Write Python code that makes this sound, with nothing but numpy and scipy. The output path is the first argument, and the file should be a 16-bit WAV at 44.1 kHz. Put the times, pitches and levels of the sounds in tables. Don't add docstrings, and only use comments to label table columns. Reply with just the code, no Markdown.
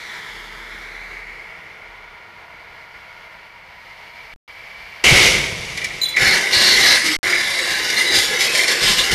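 import sys
import numpy as np
from scipy import signal
from scipy.fft import rfft, irfft
from scipy.io import wavfile
from scipy.ndimage import uniform_filter1d, map_coordinates

SR = 44100
rng = np.random.default_rng(int(sys.argv[2]) if len(sys.argv) > 2 else 0)


def generate_wav(sig):
    pcm = np.round(np.clip(np.atleast_2d(sig).T, -1, 1) * 32767).astype(np.int16)
    wavfile.write(sys.argv[1], SR, pcm)


N = 403074
TIME = np.arange(N) / SR
FREQ = np.fft.rfftfreq(N, 1 / SR)
IMPACT_S = 5.0385

# frequency_hz, level_db
SCRAPE_SPECTRUM = [(30, -7), (90, -13), (160, -9.5), (260, -6), (450, -8.5), (720, -9), (1000, -8.5),
                   (1300, -7.5), (1700, 1.5), (2100, -6), (2500, -5), (4100, -0.5), (6000, -5),
                   (8000, -11.5), (12000, -16.5), (15000, -41)]


def undb(db):
    return 10 ** (np.asarray(db) / 20)


def unit(x):
    return x / np.sqrt(np.mean(x ** 2))


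def gains(table):
    s, *columns = np.transpose(table)
    return [undb(np.interp(TIME, s, column)) for column in columns]


def spectrum(points):
    hz, db = np.transpose(points)
    return np.interp(np.log(FREQ + 1), np.log(hz), db)


def colour(x, db):
    size = 4096
    log_gain = np.log(undb(np.interp(np.fft.rfftfreq(size, 1 / SR), FREQ, db)))
    cepstrum = irfft(log_gain)
    cepstrum[1:size // 2] *= 2
    cepstrum[size // 2 + 1:] = 0
    response = irfft(np.exp(rfft(cepstrum)))
    return signal.oaconvolve(x, response)[:N]


def band(x, lo_hz, hi_hz, order=4):
    edges = [lo_hz, min(hi_hz, SR / 2 - 100)]
    return signal.sosfilt(signal.butter(order, edges, "band", fs=SR, output="sos"), x)


def walk(rate):
    knots = rng.standard_normal(8192)
    return unit(np.interp(TIME * rate, np.arange(len(knots)), knots))


def grains(rate, spread_db):
    strength = undb(spread_db * np.minimum(rng.exponential(size=N), 5))
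    sign = rng.choice([-1, 1], N)
    return unit((rng.random(N) < rate / SR) * strength * sign)


def fade(t, t60):
    return np.exp(-np.log(1000) * t / max(t60, 1e-3))


def envelope(start, attack, length, t60):
    t = TIME - start
    return np.clip(t / max(attack, 1e-4), 0, 1) * fade(np.maximum(t - length, 0), t60)


def add(out, s, sound):
    i = int(s * SR)
    out[i:i + len(sound)] += sound[:N - i]


def street(x, t60, wet_db):
    t = TIME[:SR // 2]
    echoes = rng.standard_normal(len(t)) * fade(t, t60)
    response = band(echoes / np.linalg.norm(echoes), lo_hz=248, hi_hz=5450, order=1) * undb(wet_db)
    response[0] += 1
    return signal.oaconvolve(x, response / np.linalg.norm(response))[:N]


def shifting(x, depth_db, rate, count=70):
    hz, s, frames = signal.stft(x, SR, nperseg=1024)
    peaks = rng.standard_normal((count + 2, 512))
    places = np.meshgrid(count * np.sqrt(hz / hz[-1]), s * rate, indexing="ij")
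    swell = undb(depth_db * map_coordinates(peaks, places, order=1))
    return signal.istft(frames * swell, SR)[1][:N]


def singing(table, attack_s, t60):
    out, t = np.zeros(N), TIME[:3 * SR]
    for s, length, hz, width, db in table:
        ring = unit(band(rng.standard_normal(len(t)), hz - width / 2, hz + width / 2, order=2))
        add(out, s, ring * undb(db) * envelope(0, attack_s, length, t60)[:len(t)])
    return out


def passing_car(ground_db=-6):
    # frequency_hz, level_db
    tyre_spectrum = [(60, -9), (100, -13), (170, 3), (430, 1.5), (650, -17), (900, -0.5), (1300, 0.5),
                     (1750, -0.5), (2700, -5), (3500, -7), (5000, -14.5), (8000, -24), (12000, -29.5),
                     (15000, -39)]
    # start_s, length_s, level_db (relative to exhaust_db)
    drone_spells = [(.24, 1.08, -1), (1.74, 0.35, -8)]
    pass_s, speed_m_s, lane_m = 0.46, 15.4, 7.3
    roar_db, rumble_db, hiss_db = -44, -50, -44.5
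    exhaust_db = -46.5
    roar_horn_db, hiss_horn_db, hiss_ahead_db = 12.5, 7, 5
    fence_s, fence_db_per_s = 1.14, 7
    ground_lag_s = .0006

    along = speed_m_s * (TIME - pass_s)
    distance = np.hypot(along, lane_m)
    bearing, nearness = along / distance, lane_m / distance
    tyres = colour(rng.standard_normal(N), spectrum(tyre_spectrum))
    scattered = uniform_filter1d(tyres, size=5)
    echo_time = TIME - ground_lag_s * np.sqrt(nearness)
    tyres = tyres + undb(ground_db) * np.interp(echo_time, TIME, scattered)

    roar = undb(roar_db + roar_horn_db * bearing ** 2) * unit(band(tyres, 490, 2500))
    hiss_level_db = hiss_db + hiss_horn_db * bearing ** 2 - hiss_ahead_db * bearing
    hiss = undb(hiss_level_db) * unit(band(tyres, 3160, 15000))
    rumble = undb(rumble_db) * unit(band(tyres, 26, 760))
    shadow = undb(-fence_db_per_s * np.maximum(TIME - fence_s, 0))
    drone = sum(undb(exhaust_db + db) * envelope(s, 0.14, length, t60=0.55)
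                for s, length, db in drone_spells)
    exhaust_hz = 39.7 * (1 + 0.016 * walk(12))
    exhaust = np.sin(2 * np.pi * np.cumsum(exhaust_hz) / SR)
    high_hiss = undb(-71.5 + 3.4 * bearing) * unit(band(tyres, 7860, 14000))
    return nearness * (shadow * (roar + hiss + high_hiss) + rumble) + drone * unit(exhaust)


def traffic(rumble_db=-9.5):
    # frequency_hz, level_db
    far_spectrum = [(30, 2.5), (100, -1.5), (300, -8.5), (500, -8.5), (720, -3.5), (970, -0.5),
                    (1200, -4.5), (1420, -5), (1650, -3), (2800, -8.5), (3700, -18.5), (4600, -17.5),
                    (7500, -35.5), (10000, -36.5), (11500, -34), (12500, -38), (15000, -39)]
    # time_s, tread_roar_db, hiss_db
    far_levels = [(1.5, -45.5, -56), (2.6, -46, -53), (3.2, -45.5, -50.5), (3.6, -47.5, -53.5),
                  (3.95, -46, -49), (4.65, -45, -47), (5.04, -43.5, -45)]
    roar, hiss = gains(far_levels)
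    noise = colour(rng.standard_normal(N), spectrum(far_spectrum))
    treads = unit(band(noise, 560, 2480)) + undb(rumble_db) * unit(band(noise, 28, 555))
    far = roar * treads + hiss * unit(band(noise, 2940, 15000))
    return street(far + passing_car(), t60=0.25, wet_db=-9.5) * undb(0.51 * walk(24))


def tread_hums():
    # start_s, length_s, frequency_hz, width_hz, level_db
    hum_bands = [(0, 0.19, 1800, 280, -41.5), (0, .45, 935, 200, -47), (.75, 0.57, 2140, 300, -52),
                 (1.8, 2.4, 953, 65, -52.5), (1.4, 2.0, 1420, 70, -51.5), (4.1, 1.1, 2320, 110, -51)]
    return singing(hum_bands, attack_s=0.078, t60=1.7)


def collision(attack_s=0.0022):
    # frequency_hz, level_db
    crumple_spectrum = [(30, -2), (90, -1.5), (170, 0.5), (450, -2.5), (700, -4.5), (1000, -9.5),
                        (1700, -7), (2300, -0.5), (3000, -0.5), (4000, -2.5), (6000, -5), (8000, -13.5),
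                        (11000, -16), (15000, -39)]
    steel_db, steel_hold_s, steel_t60_s = -13.5, .2, 0.88
    glass_db, glass_hold_s, glass_t60_s = -13, 0.22, 0.78
    boom_db, boom_rise_s, boom_hold_s, boom_t60_s = -22, 0.034, 0.048, 2.14
    settle_db, settle_hold_s, settle_t60_s = -21.5, 0.76, 4.1

    settle = undb(settle_db) * envelope(IMPACT_S, attack_s, settle_hold_s, settle_t60_s)
    steel = undb(steel_db) * np.hypot(envelope(IMPACT_S, attack_s, steel_hold_s, steel_t60_s), settle)
    glass = undb(glass_db) * np.hypot(envelope(IMPACT_S, attack_s, glass_hold_s, glass_t60_s), settle)
    boom = undb(boom_db) * envelope(IMPACT_S, boom_rise_s, boom_hold_s, boom_t60_s)
    tone = spectrum(crumple_spectrum)
    cracks = street(colour(grains(rate=5000, spread_db=3.5), tone), t60=0.93, wet_db=-4.5)
    shards = street(colour(grains(rate=7000, spread_db=1.5), tone), t60=.15, wet_db=-9.0)
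    cracks = shifting(cracks, depth_db=1.0, rate=16)
    wreck = steel * unit(band(cracks, 267, 2730)) + boom * unit(band(cracks, 22, 197))
    return wreck + glass * unit(band(shards, 2430, 17200))


def squeals():
    # start_s, length_s, frequency_hz, width_hz, level_db
    squeal_bands = [(5.06, 0.061, 2320, 201, -19.5), (5.03, 0.058, 2830, 600, -13),
                    (5.12, 0.16, 2990, 350, -26), (6.2, .11, 2140, 345, -23),
                    (6.24, 0.11, 4300, 500, -21.5), (6.52, 0.23, 4250, 554, -15),
                    (6.81, 0.13, 4040, 303, -16.5), (6.86, 0.069, 5100, 700, -18),
                    (7.01, 0.12, 315, 40, -27.5), (7.06, 0.052, 2170, 120, -31),
                    (7.23, 0.17, 351, 60.5, -35.5), (7.28, 0.12, 4880, 110, -30),
                    (7.23, 0.7, 3930, 120, -32), (7.955, 0.014, 4140, 110, -17.5),
                    (8.05, .13, 3930, 199, -23), (8.07, .15, 1980, 160, -28), (8.28, 0.069, 464, 80, -30),
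                    (8.47, 0.067, 2540, 120, -23), (8.53, .11, 597, 119, -35.5),
                    (8.68, 0.21, 492, 50, -33.5), (8.85, 0.057, 3220, 500, -21.5),
                    (8.98, 0.02, 3750, 600, -14), (6.045, 0.082, 3440, 70, -31),
                    (6.13, 0.027, 2160, 400, -33.5)]
    return singing(squeal_bands, attack_s=0.015, t60=.17)


def knocks(crush_s=0.00066):
    # start_s, level_db, brightness_db (relative to the blow)
    blows = [(5.6994, -21, -3.5), (5.7733, -8.5, -5.5), (5.8152, -11, -12), (5.8426, -8.5, -0.5),
             (5.8634, -18, -17), (5.9044, -15, -18), (6.1664, 4.5, -22), (6.4687, -8, -11),
             (6.5306, -6, -2), (7.0818, -2, -10), (7.2669, -10, -9), (7.2988, -11, 1), (7.3253, 2, -24),
             (7.3492, -8, -14), (7.5877, -6, -3.5), (7.7518, -16, -10), (7.9004, -10, 3), (8.4048, -6, 2),
             (8.5504, -3.5, -4), (8.5914, -0.5, -7.5), (8.6338, -2, -6), (8.6792, -1.5, -1.5),
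             (9.0424, -15, 8), (9.1134, -14, 9)]
    # start_s, level_db, pitch_hz
    landings = [(5.119, -4, 156), (5.124, -5, 90), (5.272, -19, 160), (6.228, -16, 130), (6.275, -22, 100),
                (6.567, -19, 100), (8.179, -23, 85), (8.859, -23, 130), (9.11, -19, 160)]
    t = TIME[:SR // 4]
    dull, bright, low = np.zeros((3, N))
    for s, db, bright_db in blows:
        crunch = rng.standard_normal(len(t)) * (1 - np.exp(-t / crush_s)) * fade(t, t60=0.051) * undb(db)
        add(dull, s, crunch)
        add(bright, s, crunch * undb(bright_db))
    for s, db, hz in landings:
        push = 1 - np.exp(-t / 0.00083)
        add(low, s, undb(db) * np.sin(2 * np.pi * hz * t) * push * fade(t, t60=0.048))
    panels = undb(1.0) * band(dull, 1830, 2460, order=2)
    panels += undb(0.5) * colour(band(bright, 2600, 13000), spectrum(SCRAPE_SPECTRUM))
    return street(panels + low, t60=0.11, wet_db=-1.0)


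def tube(contact_s=0.00072):
    # frequency_hz, level_db, t60_s
    tube_modes = [(3780, -11, 0.12), (4010, 8, 0.17), (4090, -29, .12), (6385, -16, 0.17),
                  (7040, -4, 0.061), (7190, -13, .14), (8900, -11, 0.2), (8800, -18, .12),
                  (12040, -9.5, 0.14)]
    # start_s, level_db
    bounces = [(6.015, -20), (6.033, -17.5), (6.086, -25)]
    # frequency_hz, level_db
    friction_partials = [(3430, -15), (3990, 0.5), (11990, -17)]
    skate_s, skate_attack_s, skate_hold_s, skate_t60_s = 6.036, .014, .017, .14
    skate_db, sag_per_s = -16, 0.11

    out, t = np.zeros(N), TIME[:SR // 2]
    push = 1 - np.exp(-t / contact_s)
    for s, db in bounces:
        for hz, mode_db, t60 in tube_modes:
            detune, strength = rng.standard_normal(2)
            ring = np.sin(2 * np.pi * hz * (1 + .003 * detune) * t) * push * fade(t, t60)
            add(out, s, ring * undb(db + mode_db + 1.3 * strength))
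    skate = undb(skate_db + 4.2 * walk(70)) * envelope(skate_s, skate_attack_s, skate_hold_s, skate_t60_s)
    pitch = 1 - sag_per_s * np.clip(TIME - skate_s, 0, .5) + 0.00299 * walk(150)
    for hz, db in friction_partials:
        out += undb(db) * skate * np.sin(2 * np.pi * hz * np.cumsum(pitch) / SR)
    return street(out, t60=0.65, wet_db=-10)


def skid():
    # start_s, length_s, panel_db, rumble_db, grit_db (relative to the steady scrape)
    edge_digs = [(6.185, 0.094, 9, 17.5, 5.5), (6.305, 0.038, 8.5, 2, 6), (6.507, 0.3, 7, 9, 9.5),
                 (6.801, 0.14, 9, 7.5, 9), (7.028, 0.057, -0.5, 4, 6), (7.215, 0.15, -1.5, 0, -4.5),
                 (7.67, 0.043, -8, 4, 1), (7.946, .08, -1, -6, 3.5), (8.106, 0.12, 1, 2, 9),
                 (8.379, 0.068, -1.5, -14, 8), (8.519, 0.092, -3, -1, 6.5), (8.669, 0.056, 1.5, -13, 5),
                 (8.802, 0.1, 4.5, 16, 11), (8.959, 0.043, 2.5, 11, 8.5), (9.09, 0.044, 1, 22, 7)]
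    # frequency_hz, width_hz, level_db
    body_modes = [(427, 260, -41.5), (2054, 170, -35.5)]
    skid_s, dig_attack_s, dig_t60_s = 6.164, 0.038, 0.42
    panel_db, rumble_db, grit_db = -27, -45.5, -26
    nearing_db_per_s = 0.36

    sliding = TIME >= skid_s
    power = np.ones((3, N))
    for s, length, *db in edge_digs:
        power += np.outer(undb(db), envelope(s, dig_attack_s, length, dig_t60_s)) ** 2
    panel, rumble, grit = np.sqrt(power) * sliding * undb(nearing_db_per_s * (TIME - skid_s))
    tone = spectrum(SCRAPE_SPECTRUM)
    judder = undb(0.97 * walk(90))
    slips = street(colour(grains(rate=4000, spread_db=1.5) * judder, tone), t60=0.27, wet_db=-5.5)
    stones = street(colour(grains(rate=7000, spread_db=0.5) * judder, tone), t60=0.05, wet_db=-5)
    slips = shifting(slips, depth_db=4.0, rate=8, count=130)
    stones = shifting(stones, depth_db=4.0, rate=8, count=130)
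    body = np.zeros(N)
    for hz, width, db in body_modes:
        swell = undb(db + 5.7 * walk(6.5))
        body += swell * unit(band(rng.standard_normal(N), hz - width / 2, hz + width / 2, order=2))
    wreck = undb(panel_db) * panel * unit(band(slips, 215, 2880))
    wreck += undb(rumble_db) * rumble * unit(band(slips, 31, 309))
    return wreck + undb(grit_db) * grit * unit(band(stones, 2790, 18500)) + body * sliding


def scene():
    road = traffic() + tread_hums()
    wreck = collision() + skid() + squeals() + knocks() + tube()
    return np.tile(road + wreck * (TIME >= IMPACT_S), (2, 1))


def record(dry, ceiling=0.62, knee=5):
    # frequency_hz, width_hz, level_db
    housing_modes = [(269.4, 37.5, -7), (2106, 272, 8.5), (2330, 117, 5), (2424, 200, -4.5),
                     (13500, 400, -3), (13930, 470, 8)]
    # start_s, end_s, stuck_level (amplitude held at first, then silence)
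    signal_losses = [(4.338, 4.478, -.008), (7.166, 7.230, .021)]
    stuck_s, top_hz = .023, 14600
    housing_db = sum(db * np.exp(-((FREQ - hz) / width) ** 2) for hz, width, db in housing_modes)
    x = colour(dry.mean(axis=0), housing_db)
    x = x / (1 + np.abs(x / ceiling) ** knee) ** (1 / knee)
    for start, end, stuck in signal_losses:
        x = np.where((TIME < start) | (TIME > end), x, stuck * (TIME < start + stuck_s))
    low_pass = signal.ellip(8, .2, 70, top_hz, fs=SR, output="sos")
    return np.tile(signal.sosfilt(low_pass, x), (2, 1))


dry = scene()
out = record(dry)
generate_wav(out)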